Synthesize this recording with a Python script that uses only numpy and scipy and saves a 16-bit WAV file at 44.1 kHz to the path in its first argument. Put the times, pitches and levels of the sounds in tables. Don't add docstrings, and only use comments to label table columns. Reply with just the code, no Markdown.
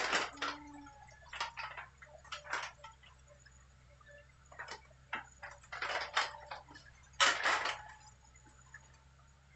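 import sys
import numpy as np
from scipy import signal
from scipy.fft import irfft, next_fast_len
from scipy.io import wavfile
from scipy.ndimage import uniform_filter1d

SR = 44100
rng = np.random.default_rng(int(sys.argv[2]) if len(sys.argv) > 2 else 0)


def dump_mix(stems):
    frames = np.atleast_2d(stems).T
    limited = np.clip(frames, -1, 1)
    pcm = np.round(limited * 32767).astype(np.int16)
    wavfile.write(sys.argv[1], SR, pcm)


N = 421155
T = np.arange(N) / SR
LEAD_S = .02

# t/s, f/Hz
FIRING_RATE = [(0, 61.3), (.25, 61.45), (.6, 65.25), (1, 62.65), (2, 67.3), (3, 64.3), (4.1, 64.7),
               (4.5, 66.5), (5, 65.4), (5.55, 63.94), (6.6, 65.8), (7, 65.16), (7.4, 65.3), (7.8, 63.07),
               (8.55, 63.73), (8.8, 66.24), (9.15, 66.63), (9.55, 67.9)]
# f/Hz, relative level/dB
WOOD_COLOUR = [(60, -40.5), (150, -22.5), (240, -16.5), (320, -9.5), (420, -6.5), (550, -3.5), (860, 3),
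               (1350, 3.5), (1900, 4), (2400, -1.5), (3050, -3.5), (3900, -10), (5200, -10), (6200, -14.5),
               (7600, -14.5), (8500, -36.5)]


def amp(db):
    return 10 ** (np.asarray(db) / 20)


def unit(x):
    return x / np.sqrt(np.mean(x ** 2) + 1e-20)


def curve(rows):
    return np.interp(T, *np.transpose(rows))


def read(points, hz):
    f, value = np.transpose(points)
    return np.interp(np.log(hz + 1), np.log(f + 1), value)


def add(mix, s, sound):
    start = round(s * SR)
    sound = sound[max(-start, 0):]
    part = mix[max(start, 0):][:len(sound)]
    part += sound[:len(part)]


def drift(rate_hz):
    size = next_fast_len(N)
    hz = np.fft.rfftfreq(size, 1 / SR)
    hz = hz[hz < 8 * abs(rate_hz)]
    random_lines = rng.standard_normal((len(hz), 2)) @ [1, 1j]
    return unit(irfft(random_lines / (1 + (hz / rate_hz) ** 4), size)[:N])


def colour(x, db_at, size=2048):
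    hz = abs(np.fft.fftfreq(size, 1 / SR))
    log_gain = np.log(amp(db_at(hz)))
    taps = np.fft.ifft(np.exp(np.conj(signal.hilbert(log_gain)))).real
    return signal.oaconvolve(x, taps)[:len(x)]


def bouts(rows, ramp_s, rest_db):
    level = np.full(N, float(rest_db))
    for start, end, db in rows:
        held = np.clip(1 + np.minimum(T - start, end - T) / ramp_s, 0, 1)
        level = np.maximum(level, rest_db + held * (db - rest_db))
    return level


def drag():
    # start t/s, end t/s, level/dB
    pulls = [(-.3, 1.32, -55), (2.2, 3.38, -61.5), (4.5, 4.2, -60), (5.55, 7.4, -58), (7.3, 7.9, -50.5),
             (8.0, 8.46, -65)]
    return bouts(pulls, ramp_s=0.28, rest_db=-63)


def forest(x, near_db=8, near_s=0.002, build_s=0.0013, size=22050):
    # f/Hz, t60/s
    echo_times = [(200, 0.309), (900, 0.35), (2500, 0.24), (8000, 0.22)]
    t = T[:size]
    hz, frames_s, z = signal.stft(rng.standard_normal(size), SR, nperseg=256)
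    fading = amp(-60 * frames_s / read(echo_times, hz)[:, None])
    tail = signal.istft(z * fading, SR, nperseg=256)[1][:size]
    near_cluster = 1 + amp(near_db) * np.exp(-t / near_s)
    tail = tail * (1 - np.exp(-t / build_s)) * near_cluster
    return signal.oaconvolve(x, tail / np.linalg.norm(tail))[:len(x)]


def blurred_noise(echoes, width_hz):
    pole = np.exp(-np.pi * width_hz / SR)
    return signal.lfilter([1], [1, -2 * pole, pole ** 2], echoes)


def ring(hz, t60, build_s=0.00087, size=9000):
    t = T[:size]
    echoes = rng.standard_normal(size) + 1j * rng.standard_normal(size)
    tone = (blurred_noise(echoes, width_hz=130) * np.exp(2j * np.pi * hz * t)).real
    sound = tone * amp(-60 * t / t60) * (1 - np.exp(-t / build_s))
    return sound / np.std(sound[:SR // 40])


def wash(level_db=-64.0, swell_db=0.1):
    # f/Hz, relative level/dB
    wash_colour = [(20, -14.5), (55, -13), (100, -2.5), (160, -3.5), (240, -9), (420, -10.5), (600, -7),
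                   (1000, -13), (1400, -5.5), (2500, -13.5), (4000, -15.5), (6000, -19.5), (7500, -16),
                   (8500, -30)]
    noise = colour(rng.standard_normal(N), lambda hz: read(wash_colour, hz))
    return amp(level_db + swell_db * drift(5.9)) * unit(noise)


def treble_flicker(centre_hz=6850, width_hz=110, flicker_db=4.5):
    # start t/s, end t/s, level/dB before the flicker
    treble_bouts = [(.25, .4, -65), (2.2, 2.45, -70), (3.4, 3.75, -72), (4.45, 4.65, -66.5),
                    (5.2, 5.7, -69.5), (7.7, 8.85, -68.5)]
    pitch_hz = centre_hz + 50 * drift(3.8)
    tone = drift(width_hz) * np.cos(2 * np.pi * np.cumsum(pitch_hz) / SR)
    flickering = unit(tone * amp(flicker_db * drift(15)))
    return amp(bouts(treble_bouts, ramp_s=0.096, rest_db=-78.5)) * flickering


def rustle(trim_db=-11, flicker_db=2.5, most_db=-55):
    leaves = colour(rng.standard_normal(N), lambda hz: read(WOOD_COLOUR, hz))
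    level_db = np.minimum(drag(), most_db) + trim_db + flicker_db * drift(2.7)
    return amp(level_db) * unit(leaves)


def creaks(spread_db=3.0, rest_db=-69, t60=0.3, count=130):
    out = np.zeros(N)
    for when, size, pitch in rng.random((count, 3)):
        hz = 560 + 1750 * pitch
        level_db = -spread_db * np.log(max(size, .1))
        add(out, when * T[-1], amp(level_db) * ring(hz, t60))
    return amp(rest_db + .5 * (drag() + 63)) * unit(out)


def twigs(spread_db=2.0, trim_db=-8, t60=0.21, most_db=-60, follow=3.5, count=170, pitches_each=4):
    # f/Hz, relative level/dB
    twig_colour = [(500, 7), (900, -6.5), (1700, -3.5), (2600, -7), (4000, -7.5), (5200, -6), (7500, -3)]
    out = np.zeros(N)
    for when, size, *pitches in rng.random((count, 2 + pitches_each)):
        for hz in 700 + 7100 * np.array(pitches) ** 1.4:
            level_db = read(twig_colour, hz) - spread_db * np.log(max(size, .1))
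            add(out, when * T[-1], amp(level_db) * ring(hz, t60))
    level_db = most_db + follow * np.minimum(drag() - most_db, 0) + trim_db
    return amp(level_db) * unit(out)


def knocks(trim_db=-2, ring_cycles=240, longest_t60=.26):
    # t/s, f/Hz, level/dB before the trim
    struck_wood = [(.135, 213.4, -49.5), (.14, 1886, -38), (.24, 1353, -48), (.435, 1332, -38.5),
                   (0.862, 1360, -53.5), (1.23, 653.6, -59.5), (1.591, 2573, -44), (1.773, 2665, -53),
                   (2.024, 1940, -52.5), (2.135, 671, -53), (2.321, 1336, -42), (2.325, 2946, -47.5),
                   (2.544, 1071, -44.5), (2.932, 3200, -68), (3.031, 1984, -57.5), (3.06, 2760, -61),
                   (3.456, 1687, -56.5), (3.457, 5170, -63), (4.003, 1200, -58.5), (4.06, 3760, -70),
                   (4.18, 2780, -63.5), (4.19, 2138, -64.5), (4.29, 2040, -63), (4.596, 1857, -44),
                   (4.682, 5260, -56), (4.715, 889, -49), (4.713, 432, -53.5), (4.9, 644, -60),
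                   (5.2, 835, -53), (5.27, 1460, -58.5), (5.146, 296, -51), (5.433, 4930, -63.5),
                   (5.727, 1960, -45), (6.011, 4670, -57), (6.17, 856, -36), (6.335, 935, -47.5),
                   (6.41, 1930, -58), (6.423, 823, -53), (6.512, 796.2, -49.5), (6.752, 1706, -52),
                   (6.855, 1705, -57.5), (7.21, 1274, -28.5), (7.265, 1466, -31.5), (7.4, 1723, -38),
                   (7.451, 1690, -32.5), (7.53, 1606, -37), (7.895, 1727, -55), (8.01, 3980, -67.5),
                   (8.065, 5040, -62), (8.072, 6080, -63), (8.085, 7000, -61.5), (8.25, 5210, -69),
                   (8.341, 2020, -62), (8.459, 1501, -60.5), (8.454, 303.4, -60), (8.577, 1420, -59),
                   (8.741, 1766, -48), (8.892, 1777, -61.5), (9.186, 1217, -61)]
    out = np.zeros(N)
    for s, hz, db in struck_wood:
        t60 = min(ring_cycles / hz, longest_t60)
        add(out, s, amp(db + trim_db) * ring(hz, t60))
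    return out


def crack(db, body_db, bite_db, bright_db, fizz_db, tear_s, fibres_per_s=380, fibre_size=0.54, uneven_db=4,
          strain_s=0.0043, resonance_db=5, size=14000, level_samples=2200, splinters=2):
    t = T[:size] - LEAD_S
    grade = [(417, body_db), (890, 0), (1820, 0), (3000, bite_db), (4940, bright_db), (7000, fizz_db)]
    tension = np.exp(np.where(t < 0, t / strain_s, -t / max(tear_s, .002)))
    sound = np.zeros(size)
    for splinter in range(splinters):
        unevenness = np.minimum(rng.exponential(1, size), 2) - 1
        strength = rng.choice([-1, 1], size) * amp(uneven_db * unevenness)
        fibres = strength * (rng.random(size) < fibres_per_s / splinters / SR)
        clicks = fibre_size * fibres * tension
        clicks[round(LEAD_S * SR)] = splinter == 0
        mode_db = resonance_db * np.clip(rng.standard_normal(48), -2, 1.1)
        modes = np.column_stack([np.linspace(400, 8000, num=48), mode_db])
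        wooden = colour(clicks, lambda hz: read(WOOD_COLOUR, hz) + read(grade, hz) + read(modes, hz))
        sound += forest(wooden, size=size)
    return amp(db) * sound / np.std(sound[:level_samples])


def branches(trim_db=-5):
    # snap t/s, level/dB before the trim, body/dB, bite/dB, brightness/dB, fizz/dB,
    # splintering time/s (at least 0.002 is used)
    breaks = [(-.004, -33, 5, -0.5, 4, 0, 0.04), (.041, -34.5, 1, 0, 6, 0.5, 0.006),
              (.079, -38.5, -2, 3, -16.5, -6.5, 0.026), (.101, -38, 15.5, 6, 5.5, -5, 0.016),
              (.127, -29.5, 4, 4, 1.5, -1.5, 0.027), (.148, -30, 11, 3.5, 6, 7.5, 0.023),
              (.212, -34.5, 1, 2, 6, 0.5, .012), (.327, -51.5, 10, -16, -6.5, 7.5, 0.029),
              (.372, -52, -5, 1, 11.5, 0.5, 0.0066), (.42, -34, 8, 3.5, 6.5, -4, 0.021),
              (.479, -36.5, 1.5, 2, 7, -7, 0.011), (1.332, -42.5, 1.5, 4, -17, -11.5, 0.021),
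              (1.355, -44.5, 9, 11, -3, 10.5, 0.0048), (1.404, -33.5, -1, 2.5, 6, -3.5, 0.0035),
              (1.573, -43.5, -15, -1, -14.5, -17, 0.026), (1.589, -46, -5.5, -4, 10.5, -8.5, 0.036),
              (1.633, -42, -3.5, 4.5, -2.5, -2, 0.0064), (1.707, -45.5, 9, 3, -11.5, -14.5, 0.0035),
              (1.774, -42.5, -2.5, -5.5, -12, -12, 0.03), (2.02, -52, 4, 1, -2, 4, 0.0024),
              (2.244, -51, 0, -13.5, -4, 6.5, 0.044), (2.323, -41.5, -14.5, 9.5, 10, 7, 0.024),
              (2.446, -49.5, 0, -6, -17.5, -16, 0.073), (2.502, -41, -2.5, -9, -16, -12, 0.02),
              (2.531, -34, 0.5, -6.5, 4.5, -1, .03), (2.578, -42.5, 0, 8, -6, 0, 0.013),
              (2.628, -38.5, -11, -1, 5.5, 1.5, 0.0063), (2.839, -51.5, -4.5, 4.5, 1, 2, 0.007),
              (3.031, -58.5, 3, 6, -6, -8, 0.0094), (3.06, -54, 0, 4.5, -11, 3, .012),
              (4.517, -50.5, 7, -9, -12, -15, 0.01), (4.591, -43.5, 0, -12, -9, -20.5, 0.036),
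              (4.68, -47.5, 7.5, 0, -7, 5.5, 0.011), (4.712, -42.5, 12.5, -1, 9, 4, 0.0024),
              (4.85, -56, 1.5, -7.5, -5.5, 2.5, 0.02), (5.132, -35.5, -5, -3, -15, -18, 0.0095),
              (5.43, -42.5, -14.5, -5, -26.5, -7, 0.018), (5.46, -51.5, 10.5, -8.5, 5, -9.5, 0.0042),
              (5.511, -50, -6, -9, 0, 7.5, 0.016), (5.631, -54, 1.5, -6.5, -3, 8.5, 0.0095),
              (5.726, -41.5, 2, -5.5, 0.5, -9, 0.062), (5.819, -34, 2, 1, 4.5, -19, 0.016),
              (5.847, -39.5, -1.5, -4, -10, -5, 0.0047), (5.89, -35.5, 10.5, 3, -7.5, -5.5, 0.039),
              (5.912, -43.5, 1, -8, 15, 2, 0.029), (5.949, -32.5, 1.5, -3.5, -3.5, -6, 0.0064),
              (6.008, -37, 3.5, -5.5, 10.5, -10, 0.0097), (6.043, -46.5, 0.5, 5.5, 2.5, -9.5, 0.0081),
              (6.138, -43, 7, 3.5, 6.5, -4, 0.078), (6.168, -27.5, -4, 3.5, 4, 0.5, 0.02),
              (6.213, -35.5, 6.5, 5.5, 13.5, 5, 0.014), (6.335, -56, -5, -3, -1, -1, 0.013),
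              (6.423, -52.5, 7.5, -10, -11.5, -11, 0.022), (6.513, -40, 5.5, -4.5, -1.5, -15.5, 0.0089),
              (6.555, -53.5, 9, -2.5, 11.5, 2.5, 0.0052), (6.707, -52.5, 15, -1.5, -6.5, 0.5, 0.0074),
              (6.748, -54.5, 4, 12, 19, 17, 0.069), (6.856, -72.5, -6.5, -4, -5, 4.5, 0.0073),
              (6.933, -58.5, -0.5, 0.5, 4, 7.5, 0.037), (7.205, -24, 3, 10, 2.5, 11.5, 0.03),
              (7.226, -32, -3.5, 1.5, 7.5, 1.5, 0.0082), (7.261, -26.5, 6.5, 4.5, 4.5, 7, 0.0306),
              (7.351, -38.5, 1.5, 3, 0, -11, 0.11), (7.436, -36.5, -3, 1, 5, -12, 0.037),
              (7.452, -31, 0, -1, -4, -7, 0.0027), (7.463, -31, 4.5, 1.5, 0.5, 0, 0.064),
              (7.52, -31.5, -9, 0.5, -1, -1, 0.017), (7.547, -43, -8.5, 6, 0, 6, 0.004),
              (7.609, -38, 5.5, -1.5, -14, -2.5, 0.019), (7.651, -32.5, 4.5, 1, 4, -2, 0.022),
              (7.689, -36, -4.5, 9.5, 5, 12, 0.0033), (7.785, -50, 1.5, -4.5, -4.5, -4.5, 0.015),
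              (7.892, -53.5, 4.5, -1, 1, 9.5, 0.053), (8.489, -59.5, -2, -2.5, 7.5, 21, .02),
              (8.746, -55.5, -0.5, -8.5, -3.5, 2.5, 0.0077), (8.825, -58, 13, 2, 3.5, -1, 0.072),
              (8.937, -56.5, 3.5, -1, 6, 10, 0.0095)]
    out = np.zeros(N)
    for s, *blow in breaks:
        add(out, s - LEAD_S, crack(*blow))
    return amp(trim_db) * out


def bucket(build_s=0.00086, size=18000):
    # f/Hz before the blow's pitch factor, relative level/dB, t60/s
    steel_modes = [(894, -1, 0.33), (1328, 2.5, 0.26), (1920, -5.5, .24), (2090, -8.5, 0.28),
                   (2680, -14, 0.24), (3120, -17, 0.26)]
    # t/s, level/dB, tilt/dB per octave above the first mode, pitch factor
    blows = [(1.408, -32, -30, 1.04), (1.59, -44.5, -2.5, 1.03), (1.636, -46.5, 3, .97),
             (1.783, -45.5, -3, 1.18), (2.533, -38, -0.5, 1.07), (2.842, -48, -2.5, 1),
             (5.131, -45, 5.5, 1.0), (6.169, -36, -4.5, 1.27), (7.205, -37.5, 1.5, 1.12)]
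    t, out = T[:size], np.zeros(N)
    for s, db, tilt_db, pitch in blows:
        for hz, mode_db, t60 in steel_modes:
            echoes = blurred_noise(rng.standard_normal((size, 2)) @ [1, 1j], width_hz=70)
            flutter = 1 + .6 * echoes / np.std(echoes)
            tone = (flutter * np.exp(2j * np.pi * (hz * pitch * t + rng.random()))).real
            strength_db = db + mode_db + tilt_db * np.log2(hz / steel_modes[0][0])
            add(out, s, tone * amp(strength_db - 60 * t / t60) * (1 - np.exp(-t / build_s)))
    return out


def rumble(level_db=-74.5, follow=1.0, usual_db=-62):
    shake_colour = [(20, -8.0), (52, -8.5), (90, -4), (140, -14.0), (260, -32), (600, -64.0)]  # f/Hz, dB
    shake = colour(rng.standard_normal(N), lambda hz: read(shake_colour, hz))
    return amp(level_db + follow * np.minimum(drag() - usual_db, 6)) * unit(shake)


def gears():
    # multiple of the firing rate, level/dB
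    gear_lines = [(7, -81.5), (9, -80), (10.5, -86), (13.5, -77.5), (20.5, -73.5), (22.5, -78), (33, -85.5)]
    turns = np.cumsum(curve(FIRING_RATE)) / SR
    out = np.zeros(N)
    for k, db in gear_lines:
        out += amp(db) * unit((1 + drift(14)) * np.cos(2 * np.pi * k * turns))
    return out


def pump(sway=0.007, opening_s=0.04, closing_s=0.086, octave_db=-15.5, trim_db=-2):
    # start t/s, end t/s, harmonic of the piston rate, starting level/dB before the trim,
    # fading/dB per s (negative swells)
    strokes = [(0.356, 1.231, 3, -52.5, 9.5), (0.305, 0.9, 1, -52.5, -0.5), (0.876, 1.051, 2, -62, 4),
               (0.695, 1.107, 6, -70, -5.5), (1.114, 1.31, 6, -59.5, 7), (2.04, 2.216, 2, -56.5, 5),
               (2.325, 2.601, 2, -53, 3), (2.762, 2.88, 2, -54, 3.5), (3.265, 3.407, 2, -55.5, 7),
               (3.87, 4.001, 2, -61, 4), (4.054, 4.29, 2, -59.5, 3.5), (4.018, 4.309, 6, -59, 7),
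               (5.07, 5.18, 2, -60, 0), (5.377, 5.61, 2, -57, 5), (5.838, 6.658, 2, -51.5, 7),
               (6.051, 6.55, 3, -55, 7), (6.65, 6.838, 1, -58, 4), (7.602, 8.18, 3, -45, 28),
               (7.749, 8.002, 6, -66, 6), (8.428, 8.57, 3, -58.5, 2.5), (8.651, 9.157, 3, -64, 2.5)]
    piston_hz = curve(FIRING_RATE) * 9 / 2
    turns = np.cumsum(piston_hz * (1 + sway * drift(5.333))) / SR
    rough = .3 * drift(30) + .42j * drift(30) + .18 * (drift(110) + 1j * drift(110))
    out = np.zeros(N)
    for start, end, harmonic, db, fading_db_per_s in strokes:
        at = (T > start) & (T < end)
        t = T[at] - start
        valve = np.clip(np.minimum(t / opening_s, (end - T[at]) / closing_s), 0, 1)
        whine = np.exp(2j * np.pi * round(harmonic) * turns[at])
        with_octave = whine + amp(octave_db) * whine ** 2
        flutter = 1 + rough[at] * min(harmonic / 2.5, 1.3)
        out[at] += amp(db - fading_db_per_s * t) * valve * (flutter * with_octave).real
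    echo = amp(-11) * forest(out)
    return amp(trim_db) * (out + echo)


def diesel(jitter=0.0064, waver=0.086, slip_turns=.14):
    # multiple of the firing rate, relative level/dB
    exhaust_orders = [(.5, -36), (1, 0), (1.5, -18.5), (2, -3), (2.5, -22.5), (3, -25)]
    # start t/s, end t/s, stumbles per s/dB
    labour_bouts = [(-.3, 3, 17), (4.4, 4.75, 15), (5.4, 7.8, 19), (8.3, 7.8, 14)]
    # t/s, level/dB
    hum_level = [(0, -64.5), (8.8, -64), (9.3, -65), (9.55, -63.5)]
    stumbles_per_s = amp(bouts(labour_bouts, ramp_s=.2, rest_db=3))
    stumbles = rng.random(N) < stumbles_per_s / SR
    slips = uniform_filter1d(np.cumsum(stumbles * slip_turns * rng.standard_normal(N)), size=300)
    turns = np.cumsum(curve(FIRING_RATE) * (1 + jitter * drift(2.4))) / SR + slips
    note = np.zeros(N)
    for k, db in exhaust_orders:
        unsteady = 1 + waver * (drift(7) + 1j * drift(7))
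        note += amp(db) * (unsteady * np.exp(2j * np.pi * (k * turns + rng.random()))).real
    return amp(curve(hum_level)) * unit(note)


def scene():
    surroundings = wash() + treble_flicker()
    brush = rustle() + creaks() + twigs() + knocks() + branches()
    machine = bucket() + rumble() + gears() + pump() + diesel()
    return (machine + brush + surroundings)[None]


def suppress(x, depth_db=8, open_db=10.5, knee_db=1.5, above_hz=200):
    hz, _, z = signal.stft(x, SR, nperseg=1024, noverlap=768)
    power = uniform_filter1d(uniform_filter1d(abs(z) ** 2, size=3, axis=0), size=3, axis=1)
    noise = uniform_filter1d(np.quantile(power, 1 / 4, axis=1), size=15)
    over_db = 10 * np.log10(abs(power / (noise[:, None] + 1e-20)) + 1e-9)
    shut = .5 - .5 * np.tanh((over_db - open_db) / knee_db)
    reach = np.clip(hz / above_hz - .5, 0, 1)[:, None] ** 2
    return signal.istft(z * amp(-depth_db * shut * reach), SR, nperseg=1024, noverlap=768)[1][:N]


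def record(dry):
    taps = signal.firwin(201, 8450, window=("kaiser", 7), fs=SR)
    return signal.oaconvolve(suppress(dry[0]), taps, "same")[None]


dry = scene()
out = record(dry)
dump_mix(out)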